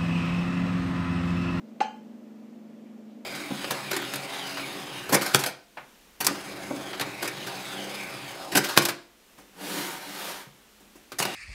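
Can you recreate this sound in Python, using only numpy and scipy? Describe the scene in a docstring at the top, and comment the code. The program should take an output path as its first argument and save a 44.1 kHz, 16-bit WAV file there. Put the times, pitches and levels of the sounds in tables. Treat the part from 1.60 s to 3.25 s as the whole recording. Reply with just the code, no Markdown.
"""Jar lid sealing in a kitchen

A quiet kitchen, one microphone near a cooling canning jar. The metal lid is sucked in and seals with
one ping: it buckles with a crack, its dome tone swells and rises as it tightens, and its higher modes
ring on. Counter, walls and cupboards answer from farther off; a refrigerator hums throughout."""
import sys
import numpy as np
from scipy import signal
from scipy.fft import rfft, irfft, next_fast_len
from scipy.io import wavfile
from scipy.ndimage import map_coordinates

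SR = 44100
rng = np.random.default_rng(int(sys.argv[2]) if len(sys.argv) > 2 else 0)


def dump(signal):
    """Clip the signal to [-1, 1] and save it as 16-bit WAV at the path in sys.argv[1]."""
    limited = np.clip(np.atleast_2d(signal).T, -1, 1)
    pcm = np.round(limited * 32767).astype(np.int16)
    wavfile.write(sys.argv[1], SR, pcm)


N = 72765

# refrigerator motor and mains lines: f/Hz
FRIDGE_LINES_HZ = [120, 216.33, 239.95, 294, 352, 432.7, 588.2]
# strength of those lines: rms level/dB
FRIDGE_LINES_DB = [-76.5, -48.5, -52, -60, -64, -70, -69]
# spectrum of fan air and microphone hiss: f/Hz, relative level/dB
AIR_SPECTRUM = [(30, -20), (90, -23), (135, -19.5), (168, 3), (195, -3.5), (230, 5), (350, -5.5), (430, -3),
                (600, -4.5), (900, -14.5), (1600, -21), (2400, -22), (4000, -28.5), (7000, -31.5),
                (10000, -39), (14500, -36)]
# faint rustles in the room: t/s, centre f/Hz, level/dB
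RUSTLE_EVENTS = [(.085, 4300, -76), (1.28, 2200, -67), (1.515, 3500, -71)]
# reverberation time of the kitchen: f/Hz, t60/s
KITCHEN_DECAY = [(200, 0.13), (800, 0.47), (3000, 0.35), (7000, 0.38), (14000, 0.66)]
# returns from counter, walls and cupboards: delay t/s, level/dB against the direct sound
SURFACE_RETURNS = [(.0092, -12), (.0164, -14), (.0314, -17.4), (.0431, -11.5), (.0523, -18.7), (.07, -18.7),
                   (.0788, -27), (.0956, -23.7), (.1039, -27.7), (.1291, -28)]
# wash of weak modes from lid, screw band and glass: f/Hz, relative level/dB
SHIMMER_SPECTRUM = [(300, -4.5), (600, 4), (1100, 0), (1600, 3), (1900, -3), (2200, -11), (2500, -2.5),
                    (3100, 2.5), (3400, -11), (4400, -6.5), (5100, -18), (6200, -7), (7000, -28),
                    (8000, -16), (10000, -28.5), (15000, -42)]
# ringing modes of lid and jar: f/Hz, level/dB, t60/s
RINGING_MODES = [(837, -41, .45), (860, -38, .37), (1425, -39, .12), (1500, -47, .24), (1669, -40, .2),
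                 (1709, -42, .2), (2484, -41, .2), (2775, -44, .16), (2891, -48, .22), (3064, -47, .3),
                 (3096, -49, .45), (3117, -45, .32), (4094, -51, .24), (4295, -46, .1), (4737, -48, .16),
                 (5321, -51, .19), (6180, -45.5, .13), (6240, -55, .3), (6714, -52, .18), (7773, -59, .2)]
# spectrum of the buckling crack: f/Hz, relative level/dB
CRACK_SPECTRUM = [(60, -53), (150, -23), (400, 0.5), (620, 7), (1000, -4), (1500, -1), (2000, -7.5),
                  (2700, 3), (3450, -19.5), (4400, -11.5), (5000, -46), (6100, -22), (8200, -32),
                  (9200, -45), (15000, -60)]

POP_S = .2045  # the lid gives way
MODES_ATTACK_S, LID_LOW_CUT_HZ = .002, 230


def amp(db):
    """Decibels to gain."""
    return 10 ** (np.asarray(db) / 20)


def along(points, hz):
    """Read (f/Hz, value) points on a log frequency axis."""
    freqs, values = np.transpose(points)
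    return np.interp(np.log(hz + 1), np.log(freqs + 1), values)


def fade(t, t60):
    """Exponential decay by 60 dB in t60."""
    return np.exp(-np.log(1000) * t / t60)


def wobble(rate):
    """A smooth random curve, rate knots a second."""
    return map_coordinates(rng.standard_normal(2000), [np.arange(N) * rate / SR + 2])


def filtered(x, response):
    """Pass x through a frequency response."""
    size = next_fast_len(N + SR // 2)
    return irfft(rfft(x, size) * response(np.fft.rfftfreq(size, 1 / SR)), size)[:N]


def low_cut(x, hz):
    """A steep causal high-pass."""
    return signal.sosfilt(signal.butter(4, hz, "high", fs=SR, output="sos"), x)


def shaped_noise(response):
    """Noise of rms 1, coloured by a frequency response."""
    x = filtered(rng.standard_normal(N), response)
    return x / np.sqrt(np.mean(x ** 2) + 1e-20)


def noise(spectrum):
    """Noise of rms 1 that follows (f/Hz, level/dB) points."""
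    return shaped_noise(lambda hz: amp(along(spectrum, hz)))


def since_pop():
    """Seconds since the lid gave way, zero before."""
    return np.maximum(np.arange(N) / SR - POP_S, 0)


def refrigerator(waver_db=1.33, drift_rad=.036, air_db=-53.5):
    """In the background, motor and mains lines beat over fan air and microphone hiss."""
    t = np.arange(N) / SR
    hum = 0
    for hz, db in zip(FRIDGE_LINES_HZ, FRIDGE_LINES_DB):
        peak = np.sqrt(2) * amp(db + waver_db * wobble(6.22))
        hum += peak * np.cos(2 * np.pi * hz * t + drift_rad * wobble(1.7))
    return hum + amp(air_db) * noise(AIR_SPECTRUM)


def rustles(width_s=.028, octaves=.5):
    """Brief soft rustles, barely above the microphone hiss."""
    t = np.arange(N) / SR
    sound = 0
    for at_s, centre_hz, db in RUSTLE_EVENTS:
        band = shaped_noise(lambda hz: np.exp(-(np.log2((hz + 1) / centre_hz) / octaves) ** 2))
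        sound += amp(db) * np.exp(-((t - at_s) / width_s) ** 2) * band
    return sound


def kitchen_reverb(x, build_s=.001):
    """Diffuse sound from all round the kitchen; each frequency dies at its own speed."""
    hz, t, bands = signal.stft(rng.standard_normal(SR), SR, nperseg=256)
    decay = fade(t, along(KITCHEN_DECAY, hz)[:, None])
    _, tail = signal.istft(bands * decay, SR, nperseg=256)
    tail *= 1 - np.exp(-np.arange(len(tail)) / SR / build_s)
    return signal.fftconvolve(x, tail / np.linalg.norm(tail))[:N]


def surface_echoes(x, treble_db=-18, corner_hz=1330):
    """The nearest large surfaces send delayed, duller copies to the microphone."""
    dull = filtered(x, lambda hz: amp(treble_db * (1 - 1 / (1 + (hz / corner_hz) ** 4))))
    return filtered(dull, lambda hz: sum(amp(db) * np.exp(-2j * np.pi * hz * delay_s)
                                         for delay_s, db in SURFACE_RETURNS))


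def jar_shimmer(level_db=-34):
    """Modes of lid, screw band and glass, too many and too dense to be heard one by one."""
    t = since_pop()
    attack = 1 - np.exp(-t / MODES_ATTACK_S)
    return amp(level_db) * noise(SHIMMER_SPECTRUM) * attack * fade(t, t60=.21)


def jar_knock(hz=360, level_db=-25):
    """The full jar takes the recoil of the snap with one short, hollow knock."""
    t = since_pop()
    knock = np.sin(2 * np.pi * hz * t) * fade(t, t60=.025)
    return amp(level_db) * low_cut(knock, LID_LOW_CUT_HZ)


def lid_modes(waver_db=2.5, blur_rad=.4):
    """The metal rings on, each mode slightly unsteady in level and phase."""
    t = since_pop()
    ring = 0
    for hz, db, t60 in RINGING_MODES:
        envelope = amp(db + waver_db * wobble(48.6)) * fade(t, t60)
        ring += envelope * np.sin(2 * np.pi * hz * t + blur_rad * wobble(70))
    return ring * (1 - np.exp(-t / MODES_ATTACK_S))


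def lid_crack(level_db=-23, attack_s=.0002, hold_s=.004):
    """The sheet metal buckles for a few milliseconds; the small lid radiates little bass."""
    t = since_pop()
    attack = 1 - np.exp(-t / attack_s)
    decay = fade(np.maximum(t - hold_s, 0), t60=.025)
    return amp(level_db) * low_cut(noise(CRACK_SPECTRUM) * attack * decay, LID_LOW_CUT_HZ)


def lid_dome(level_db=-13.7, slack_hz=713.8, tight_hz=894.4, tighten_s=.0138):
    """The dome snaps through: its lowest mode swells, rises as the lid tightens and rings on faintly."""
    t = since_pop()
    hz = tight_hz + (slack_hz - tight_hz) * np.exp(-t / tighten_s)
    phase = 2 * np.pi * np.cumsum(hz * (t > 0)) / SR
    peak_s, width_s = .0115, .0054
    swell = np.exp(-((t - peak_s) / width_s) ** 2)
    ring = amp(-26.8) * np.minimum(t / peak_s, 1) * fade(t, t60=.33)
    return amp(level_db) * (swell + ring) * np.sin(phase)


def scene():
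    """One ping near the microphone, the humming kitchen behind it."""
    crack, dome, modes = lid_crack(), lid_dome(), lid_modes()
    ping = crack + dome + modes
    reverb = kitchen_reverb(amp(-5) * crack + amp(-21) * dome + amp(-3) * modes)
    direct = ping + jar_knock() + jar_shimmer()
    return (direct + surface_echoes(ping) + reverb + refrigerator() + rustles())[None]


def record(dry, low_cut_hz=104.6, top_hz=15400):
    """The mono recorder cuts the deep bass and keeps nothing above its band limit."""
    return filtered(low_cut(dry[0], low_cut_hz), lambda hz: hz < top_hz)[None]


dry = scene()
out = record(dry)
dump(out)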